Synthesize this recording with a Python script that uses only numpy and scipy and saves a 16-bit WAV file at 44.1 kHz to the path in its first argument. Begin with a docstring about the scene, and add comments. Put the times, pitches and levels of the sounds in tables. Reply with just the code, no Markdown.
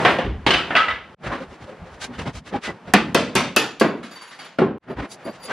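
"""Boat hull in a garage workshop

A plywood hull and its trestles clatter; hurried, faded snatches of it being carried and set down follow.
A hammer drives a steel punch into the hull, the punch rattles, and more snatches follow.
Wood is shaped noise plus damped panel modes, steel is high damped modes; the garage rings on as dying noise.
Shuffling and rumble lie beneath. The sound is cut dead twice and fades in again; the camera clips loud blows."""
import sys
import numpy as np
from scipy import signal
from scipy.fft import rfft, irfft, next_fast_len
from scipy.io import wavfile

SR = 44100
rng = np.random.default_rng(int(sys.argv[2]) if len(sys.argv) > 2 else 0)


def dump(signal):
    """Clip the signal to [-1, 1] and save it as 16-bit WAV at the path in sys.argv[1]."""
    limited = np.clip(np.atleast_2d(signal).T, -1, 1)
    pcm = np.round(limited * 32767).astype(np.int16)
    wavfile.write(sys.argv[1], SR, pcm)


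N = 243413

# hammer blows and rebounds: t/s, level/dB, boom re level/dB, treble re level/dB, floor thud/dB,
# panel note f/Hz, its lift/dB, higher note f/Hz, its lift/dB, decay factor, attack/s, steel crack/dB, punch ring/dB
HAMMER_BLOWS = [(2.937, -12, -2, -17, -36, 219.3, 21, 703, 13.5, 0.68, 0.0014, -39, -42),
                (3.146, -17.5, 1.5, -10, -37.5, 421.6, 12, 1920, 7, 0.92, .002, -45.5, -36),
                (3.353, -17, -2.5, -8.5, -33, 382.6, 6, 1300, 5, 0.93, 0.0045, -47.5, -28.5),
                (3.563, -17.5, -5.5, -7.5, -53, 424, 11, 2610, 15, 0.89, 0.0023, -41.5, -19),
                (3.798, -37.5, -18, 6, -60, 381, 5.5, 3190, 7, 0.56, 0.0032, -56.5, -30.5),
                (3.811, -17.5, 4, -25.5, -71, 210, 11, 523, 11, 0.8, 0.0025, -94, -42),
                (3.843, -28.5, 11.5, -28, -43, 390.4, 15.5, 1110, 13, 1, 0.0056, -110, -70),
                (4.585, -22, 11.5, -28, -57, 215, 7.5, 402, 12, 0.67, 0.0032, -79, -70),
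                (4.615, -27, 10.5, -40.5, -39, 380, 15.5, 1077, 14, 0.97, 0.0032, -110, -80)]
# contact kind: knock lift/dB, bright lift/dB, lower-note lift/dB, panel note : lower note frequency ratio
HAMMER_KIND = (-0.5, 4, 5.5, 1.84)
# notes every blow wakes in the hull bottom: f/Hz, lift/dB, f/Hz, lift/dB
BILGE_NOTES = [100, 7.8, 385, 5.6]
# steel punch modes: f/Hz, level/dB, base t60/s
PUNCH_MODES = [(4613, -3, .3), (6753, -17, .4), (10100, -7, .24), (11852, -17, .22)]
CRACK_T60_S = 0.023
CRACK_LEAD = 0.44  # crack is slightly early at one port: share of its slope per sample


def hammer_blows():
    """Hull struck through the punch: wood hit, crack of steel on steel, ringing punch."""
    out = np.zeros((2, N))
    crack_spectrum = [(3000, -11.5), (10000, -9.5), (14500, -15.5), (16000, -47.0)]
    for start_s, *row, decay, attack_s, crack_db, punch_db in HAMMER_BLOWS:
        levels, notes = contact(HAMMER_KIND, *row)
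        t, wood = hit(levels, decay, [*notes, *BILGE_NOTES], direct_db=-1.0, attack_s=attack_s)
        crack_noise = hiss(len(t), crack_spectrum).mean(axis=0)
        crack = amp(crack_db - 60 * t / CRACK_T60_S) * crack_noise
        port_shift = np.outer([1, -1], CRACK_LEAD * np.gradient(crack))
        punch = amp(punch_db) * ring(PUNCH_MODES, t, rough=0.75, rate_hz=180)
        add(out, start_s, wood + crack + port_shift + punch)
    return out


# punch rattles: t/s, level/dB, punch ring/dB, extra on lowest mode/dB
PUNCH_RATTLES = [(4.028, -36.5, -44, -4), (4.108, -40, -37.5, -8.5), (4.154, -39.5, -46.5, 12),
                 (4.21, -39, -41.5, -3), (4.273, -47, -44.5, 0), (4.306, -39.5, -62, 4),
                 (4.339, -48, -54, 9), (4.388, -36, -44, 2), (4.44, -40.5, -45.5, -6)]
# contact kind: knock lift/dB, bright lift/dB, lower-note lift/dB, panel note : lower note frequency ratio
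TAP_KIND = (-0.5, 1.5, 6.5, 3)
TAP_BOOM_DB, TAP_TREBLE_DB, TAP_THUD_DB = -14, -11.5, -42  # re level
TAP_NOTE_HZ, TAP_NOTE_LIFT_DB = 900, 17.5  # note: median of a random spread


def punch_rattles():
    """Punch rattling on the wood: soft taps plus steel modes tilted to the low end."""
    out = np.zeros((2, N))
    light = [(hz, db + 6 - 3 * np.log2(hz / 4600), t60_s) for hz, db, t60_s in PUNCH_MODES]
    for start_s, level_db, punch_db, low_db in PUNCH_RATTLES:
        note_hz = TAP_NOTE_HZ * np.exp(rng.normal(0, 0.13))
        thud_db = level_db + TAP_THUD_DB
        levels, notes = contact(TAP_KIND, level_db, TAP_BOOM_DB, TAP_TREBLE_DB, thud_db,
                                note_hz, TAP_NOTE_LIFT_DB)
        t, wood = hit(levels, 1, notes, direct_db=-8, attack_s=0.0066)
        modes = [np.add(light[0], [0, low_db, 0]), *light[1:]]
        steel = amp(punch_db) * ring(modes, t, decay=0.8, rough=0.53, rate_hz=70)
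        onset = 1 - np.exp(-t / 0.0087)
        add(out, start_s, wood + steel * onset)
    return out


# trestle knocks: t/s, level/dB, boom re level/dB, treble re level/dB, floor thud/dB,
# panel note f/Hz, its lift/dB, higher note f/Hz, its lift/dB
TRESTLE_KNOCKS = [(0, -30.5, -4, -32, -40, 785, 20, 1940, 13),
                  (0.049, -11.5, -10, -27, -35, 737, 18, 1560, 15.5),
                  (0.085, -29, 2, -32, -43, 736, -2, 3000, 7),
                  (0.185, -24.5, 1.5, -24.5, -53, 532, 14, 2600, 1),
                  (0.249, -49.5, 21, -11.5, -18, 196, 14, 1090, 6),
                  (0.464, -17.5, -2.5, -17, -38, 802, 7, 2790, 3.5),
                  (0.505, -19, -10.5, -15.5, -42, 1530, 10, 3010, 12),
                  (0.537, -18.5, -25, -19, -34.5, 700, 18, 3000, 14),
                  (0.579, -30, -30, -19.5, -52, 1340, 17, 2850, 14),
                  (0.705, -22.5, -13, -39.5, -60, 650, 10, 1780, 13.5),
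                  (0.752, -14.5, -25, -31.5, -43, 653, 8, 2700, 19.5),
                  (0.764, -14.5, -26.5, -24.5, -61, 1260, 15.5, 2020, 15),
                  (0.8, -24.5, -40, -33, -61, 1300, 23.5, 2015, 12.5),
                  (0.882, -25.5, -15.5, -26, -39, 1294, 16, 1990, 18),
                  (0.904, -25.5, -47, -30.5, -67, 1350, 7, 2010, 13)]
# contact kind: knock lift/dB, bright lift/dB, lower-note lift/dB, panel note : lower note frequency ratio
TRESTLE_KIND = (1, 8.86, 3.6, 2.1)
TRESTLE_DECAY = 0.94  # share of base t60


def trestle_knocks():
    """Hull and trestles clattering: sharp wood hits."""
    out = np.zeros((2, N))
    for start_s, *row in TRESTLE_KNOCKS:
        levels, notes = contact(TRESTLE_KIND, *row)
        _, wood = hit(levels, TRESTLE_DECAY, notes, direct_db=-1.0, attack_s=0.0014)
        add(out, start_s, wood)
    return out


# bumps and scuffs: centre t/s, level/dB, boom re level/dB, treble re level/dB, floor thud/dB,
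# panel note f/Hz, its lift/dB
HANDLING = [(1.269, -32, -5, -20.5, -33, 251, 6), (1.306, -38, -4, -27, -31, 1070, 11),
            (1.337, -29, -2, -24.5, -51, 1082, 12), (1.376, -38.5, -6, -23.5, -48, 1080, 12),
            (1.42, -40, 3, -18.5, -45, 534, 10), (1.502, -64, -7, -2.5, -34, 433, 8),
            (1.533, -52, 7, -11, -72, 204, 9), (1.633, -50.5, 4, -10, -45, 198, -1),
            (1.696, -49, -6, -13, -52, 557, 28), (1.726, -55.5, 13.5, -25.5, -54, 410, 8),
            (1.835, -68, 14, -28.5, -35, 170, 12), (1.88, -51, -6, -16, -50, 515, 14),
            (1.94, -56.5, -2, -3.5, -37, 600, 7), (2.038, -37, -15, -1, -45, 1510, 13),
            (2.104, -51, 9.5, -27, -46, 240, 14.5), (2.155, -42, -18, -17.5, -61, 3020, 11),
            (2.209, -37.5, 1, -12, -29.5, 2790, 9), (2.278, -34.5, 6, -16, -29, 176.5, 9.5),
            (2.367, -46, 5, -1, -31.5, 153, 8), (2.481, -45, -7, -8.5, -51, 191, 8),
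            (2.555, -33.5, 6, -23, -42, 813, 13.5), (2.66, -30, -20, -11, -45, 360, 3),
            (2.695, -37.5, 6.5, -18, -40.5, 2000, 20), (2.746, -53, 6.5, -18, -49, 394, -3),
            (2.891, -46, 4.5, -16, -45, 717, 4.5), (4.845, -61, -16.5, -24, -69, 1560, 8),
            (4.915, -38, 8, -28, -46, 401, 4.5), (4.998, -34, -1.5, -25, -26.5, 270, 11),
            (5.04, -38, 0, -23, -61, 278, 12), (5.126, -57, 1, 14, -59, 3800, 4),
            (5.216, -49, -16, -20, -68, 2280, 13), (5.281, -40, 10.5, -19.5, -49, 631, 20),
            (5.35, -52, -5, -5.5, -54, 620, 14), (5.42, -54, -17, -11.5, -60, 1400, 8),
            (5.459, -47.5, 1, 1, -56, 530, 16), (5.517, -29.5, -5.5, -19.5, -61, 1530, 19)]
# contact kind: knock lift/dB, bright lift/dB, lower-note lift/dB, panel note : lower note frequency ratio
SCUFF_KIND = (0.67, 1.17, 2.1, 3)
SWELL_S, WIDER_DB = 0.0175, 0.042  # bell width at 0 dB treble; dB wider per dB duller


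def snatches():
    """Hull carried and set down: noise and panel modes swell in and out, no attack or tail."""
    out = np.zeros((2, N))
    for centre_s, *row in HANDLING:
        levels, notes = contact(SCUFF_KIND, *row)
        spectrum = colour(*levels)
        treble_db = row[2]
        t, swell = swelling(SWELL_S * amp(-WIDER_DB * treble_db))
        tones = ring(panels(spectrum, notes), t, decay=8.5, rough=0.65, rate_hz=43)
        bump = amp(5.5) * tones * swell ** 1.8
        flicker = amp(2.24 * wobble(1, t, 119.3) - 0.5)
        scuff = flicker * hiss(len(t), spectrum, ripple_db=2)
        add(out, centre_s - t[-1] / 2, (scuff + bump) * swell)
    return out


# punch jingles: centre t/s, ring level/dB
PUNCH_JINGLES = [(4.915, -54.5), (5.126, -41), (5.27, -42), (5.3, -43.5), (5.419, -45.5), (5.457, -34)]


def punch_jingles():
    """Punch ringing in the last snatches: modes 1.6 % sharp, decay x5, under a bell-shaped fade."""
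    out = np.zeros((2, N))
    t, swell = swelling(SWELL_S)
    modes = np.multiply(PUNCH_MODES, [1.016, 1, 5])
    for centre_s, db in PUNCH_JINGLES:
        steel = amp(db) * ring(modes, t, rough=0.85, rate_hz=110)
        add(out, centre_s - t[-1] / 2, steel * swell)
    return out


# workshop background: t/s, shuffle level/dB, rumble level/dB
BACKGROUND = [(0.0, -49.5, -59), (0.11, -48, -74), (0.29, -77, -60.5), (0.6, -67.5, -73), (0.75, -59, -70),
              (1.0, -76, -98), (1.201, -72.5, -63.5), (1.6, -73, -87.5), (1.95, -71, -83), (2.18, -72, -63),
              (2.43, -82.5, -70), (2.69, -74, -92), (2.799, -75, -81), (3.09, -65.5, -55.5),
              (3.29, -84, -66), (3.41, -56, -80.5), (3.55, -94, -79), (3.64, -61, -88), (3.84, -93, -82.5),
              (3.98, -70, -71), (4.231, -98, -110), (4.41, -75.5, -104), (4.75, -90, -83), (5.1, -73, -93),
              (5.52, -71, -86)]
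# shuffle spectrum: f/Hz, relative density/dB per Hz
SHUFFLE_SPECTRUM = [(88, -22), (150, 0), (311, -6.5), (427, -3), (805, -3.5), (1970, -13), (10400, -40.5),
                    (11800, -44.5), (13000, -71)]


def air():
    """Shuffling and low rumble between events: two shaped noises with drifting levels."""
    knot_s, shuffle_db, rumble_db = np.transpose(BACKGROUND)
    t = np.arange(N) / SR
    rumble_spectrum = [(25, -26.5), (60, -9.0), (150, 0.0), (260, 0), (400, -120)]
    shuffle = amp(np.interp(t, knot_s, shuffle_db)) * hiss(N, SHUFFLE_SPECTRUM)
    rumble = amp(np.interp(t, knot_s, rumble_db)) * hiss(N, rumble_spectrum)
    return shuffle + rumble


# garage reverberation: f/Hz, base t60/s
GARAGE_T60 = [(60, 1), (160, 0.65), (420, 0.54), (1100, 0.42), (2900, 0.45), (7700, 0.38), (14000, 0.22)]
# floor boom under a heavy hit: f/Hz, level/dB, base t60/s
FLOOR_BOOM = [(62.6, -8, 0.3)]


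def hit(levels, decay, notes, direct_db, attack_s):
    """One hit on wood: short direct burst, lumpy garage answer, ringing panels, floor boom."""
    t = np.arange(int(0.6 * SR)) / SR
    spectrum = colour(*levels)
    room_t60 = [(hz, decay * t60_s) for hz, t60_s in GARAGE_T60]
    direct = amp(direct_db - 60 * t / 0.055) + amp(direct_db - 2.5 - 60 * t / 0.011)
    burst = hiss(len(t), spectrum, room_t60, ripple_db=4.5) * (1 + direct)
    lumps = amp(0.69 * wobble(1, t, 220))  # single echoes and bounces
    tones = ring(panels(spectrum, notes), t, decay, rough=0.71, rate_hz=90)
    boom = amp(levels[0] + 3) * ring(FLOOR_BOOM, t, decay, rough=0.21, rate_hz=5.1)
    early = 1 + amp(direct_db - 60 * t / 0.17)  # tones loudest before the room takes over
    body = amp(-3.5) * lumps * burst + amp(-3.0) * early * (tones + boom)
    return t, body * (1 - np.exp(-t / attack_s))


# plywood hull modes: f/Hz, base t60/s
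HULL_MODES = [(135, .3), (165, .3), (205, .3), (240, .25), (270, .2), (340, .2), (382, .25), (420, .2),
              (520, .2), (590, .15), (650, .15), (725, .2), (810, .15), (950, .15), (1035, .2), (1085, .2),
              (1180, .2), (1270, .35), (1315, .4), (1560, .2), (1770, .25), (1850, .25), (1990, .35),
              (2300, .2), (2480, .2), (2620, .2), (2820, .33), (2930, .33), (3050, .33), (3250, .25),
              (3800, .2)]


def panels(spectrum, notes):
    """Hull modes near the favoured notes, standing out of the spectrum: (Hz, dB, s)."""
    hz, t60_s = np.transpose(HULL_MODES)
    lifts = [db - 8 * (np.log(hz / note_hz) / 0.07) ** 2 for note_hz, db in np.reshape(notes, (-1, 2))]
    near_db = np.max(lifts, axis=0)
    modes = np.transpose([hz, along(spectrum, hz) + near_db + 16, t60_s])
    return modes[near_db >= min(-12, near_db.max())]


def contact(kind, level_db, boom_db, treble_db, thud_db, note_hz, *notes):
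    """Six register levels and panel notes of one contact; in-between registers halfway plus lift."""
    knock_db, bright_db, below_db, ratio = kind
    levels = [thud_db,
              level_db + boom_db,
              level_db + boom_db / 2 + knock_db,
              level_db,
              level_db + treble_db / 2 + bright_db,
              level_db + treble_db]
    return levels, [note_hz / ratio, below_db, note_hz, *notes]


def colour(thud_db, boom_db, knock_db, body_db, bright_db, treble_db):
    """Knocked-wood spectrum (Hz, dB per Hz) from six register levels."""
    return [(25, thud_db - 20.0), (75, thud_db - 20.5), (230, boom_db - 22.5),
            (650, knock_db - 27), (1500, body_db - 29.5), (3100, bright_db - 31.0),
            (4600, (bright_db + treble_db) / 2 - 33), (6500, treble_db - 34.5),
            (10500, treble_db - 44), (13000, treble_db - 66.0)]


def ring(modes, t, decay=1, rough=0.5, rate_hz=60):
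    """Damped modes, phases differing by port; wall echoes spread the rough share into a narrow band."""
    hz, db, t60_s = np.transpose(modes)[..., None]
    port_phase = rng.normal(0, 0.29, (2, *hz.shape)) * np.sqrt(hz / 1000)
    phase = rng.uniform(0, 2 * np.pi, hz.shape) + port_phase
    spread = wobble(len(hz), t, rate_hz) + 1j * wobble(len(hz), t, rate_hz)
    flutter = np.sqrt(1 - rough) + np.sqrt(rough) * spread
    tones = np.imag(flutter * np.exp(1j * (2 * np.pi * hz * t + phase)))
    return np.sum(amp(db - 60 * t / (decay * t60_s)) * tones, axis=1)


# stereo likeness: f/Hz, left-right correlation (clipped to 0..1 after interpolation)
LIKENESS = [(60, 1.0), (180, 0.99), (550, 0.92), (1650, 0.95), (4970, 0.75), (15000, -1.47)]


def hiss(n, spectrum, t60=None, ripple_db=0):
    """Stereo shaped noise; t60 gives each frequency its own decay, ripple many small resonances."""
    pair = rng.standard_normal((2, n))
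    if t60:
        hz, t, z = signal.stft(pair, SR, nperseg=256)
        fade = amp(-60 * t / along(t60, hz)[:, None])
        pair = signal.istft(z * fade, SR, nperseg=256)[1][:, :n]
    m = next_fast_len(n + 4096)
    hz = np.fft.rfftfreq(m, 1 / SR)
    ripple = ripple_db * np.tanh(wobble(1, hz / 1000, 16))  # 16 knots per kHz
    gain = amp(along(spectrum, hz) + ripple)
    turn = np.arccos(np.clip(along(LIKENESS, hz), 0, 1)) / 2
    mid_side_gain = [np.cos(turn), np.sin(turn)]
    mid, side = irfft(rfft(pair, m) * gain * mid_side_gain, m)[:, :n]
    return np.sqrt(SR / 2) * np.array([mid + side, mid - side])


def swelling(width_s):
    """Times and Gaussian fade of one snatch, 6 widths long."""
    t = np.arange(int(6 * width_s * SR)) / SR
    return t, np.exp(-0.5 * (t / width_s - 3) ** 2)


def wobble(count, t, rate):
    """Random curves over t, rate knots per unit of t."""
    knots = rng.standard_normal((count, int(t[-1] * rate) + 2))
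    return np.array([np.interp(t * rate, np.arange(len(k)), k) for k in knots])


def along(points, hz):
    """Interpolates (Hz, value) points on a log axis."""
    f, v = np.transpose(points)
    return np.interp(np.log(hz + 1), np.log(f + 1), v)


def amp(db):
    """dB to gain."""
    return 10 ** (np.asarray(db) / 20)


def add(out, start_s, sound):
    """Mixes a sound in at start_s."""
    at = out[:, round(start_s * SR):][:, :sound.shape[1]]
    at += sound[:, :at.shape[1]]


# dead cuts: t/s, fade-in/s
DEAD_CUTS = [(1.148, 0.08), (4.783, 0.055)]


def scene():
    """All sources; each cut silences them, then fades in, and stops hits and their tails for 1 s."""
    t = np.arange(N) / SR
    struck = hammer_blows() + punch_rattles() + trestle_knocks()
    gain = np.ones(N)
    for cut_s, fade_s in DEAD_CUTS:
        struck = struck * ~((t > cut_s) & (t < cut_s + 1))
        fade_in = np.clip((t - cut_s) / fade_s, 0, 1) ** 3
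        gain = gain * np.where(t < cut_s, 1, fade_in)
    return (struck + snatches() + punch_jingles() + air()) * gain


BASS_CUT_HZ, TOP_HZ = 54, 16300


def record(dry):
    """Microphone drops the deepest bass; camera clips loud blows smoothly and cuts above TOP_HZ."""
    m = next_fast_len(N + 8192)
    hz = np.fft.rfftfreq(m, 1 / SR)
    bass_cut = 1 / np.sqrt(1 + (BASS_CUT_HZ / (hz + 1)) ** 10)
    heard = irfft(rfft(dry, m) * bass_cut, m)
    clipped = heard / (1 + np.abs(heard) ** 8) ** (1 / 8)
    return irfft(rfft(clipped, m) * (hz < TOP_HZ), m)[:, :N]


dry = scene()
out = record(dry)
dump(out)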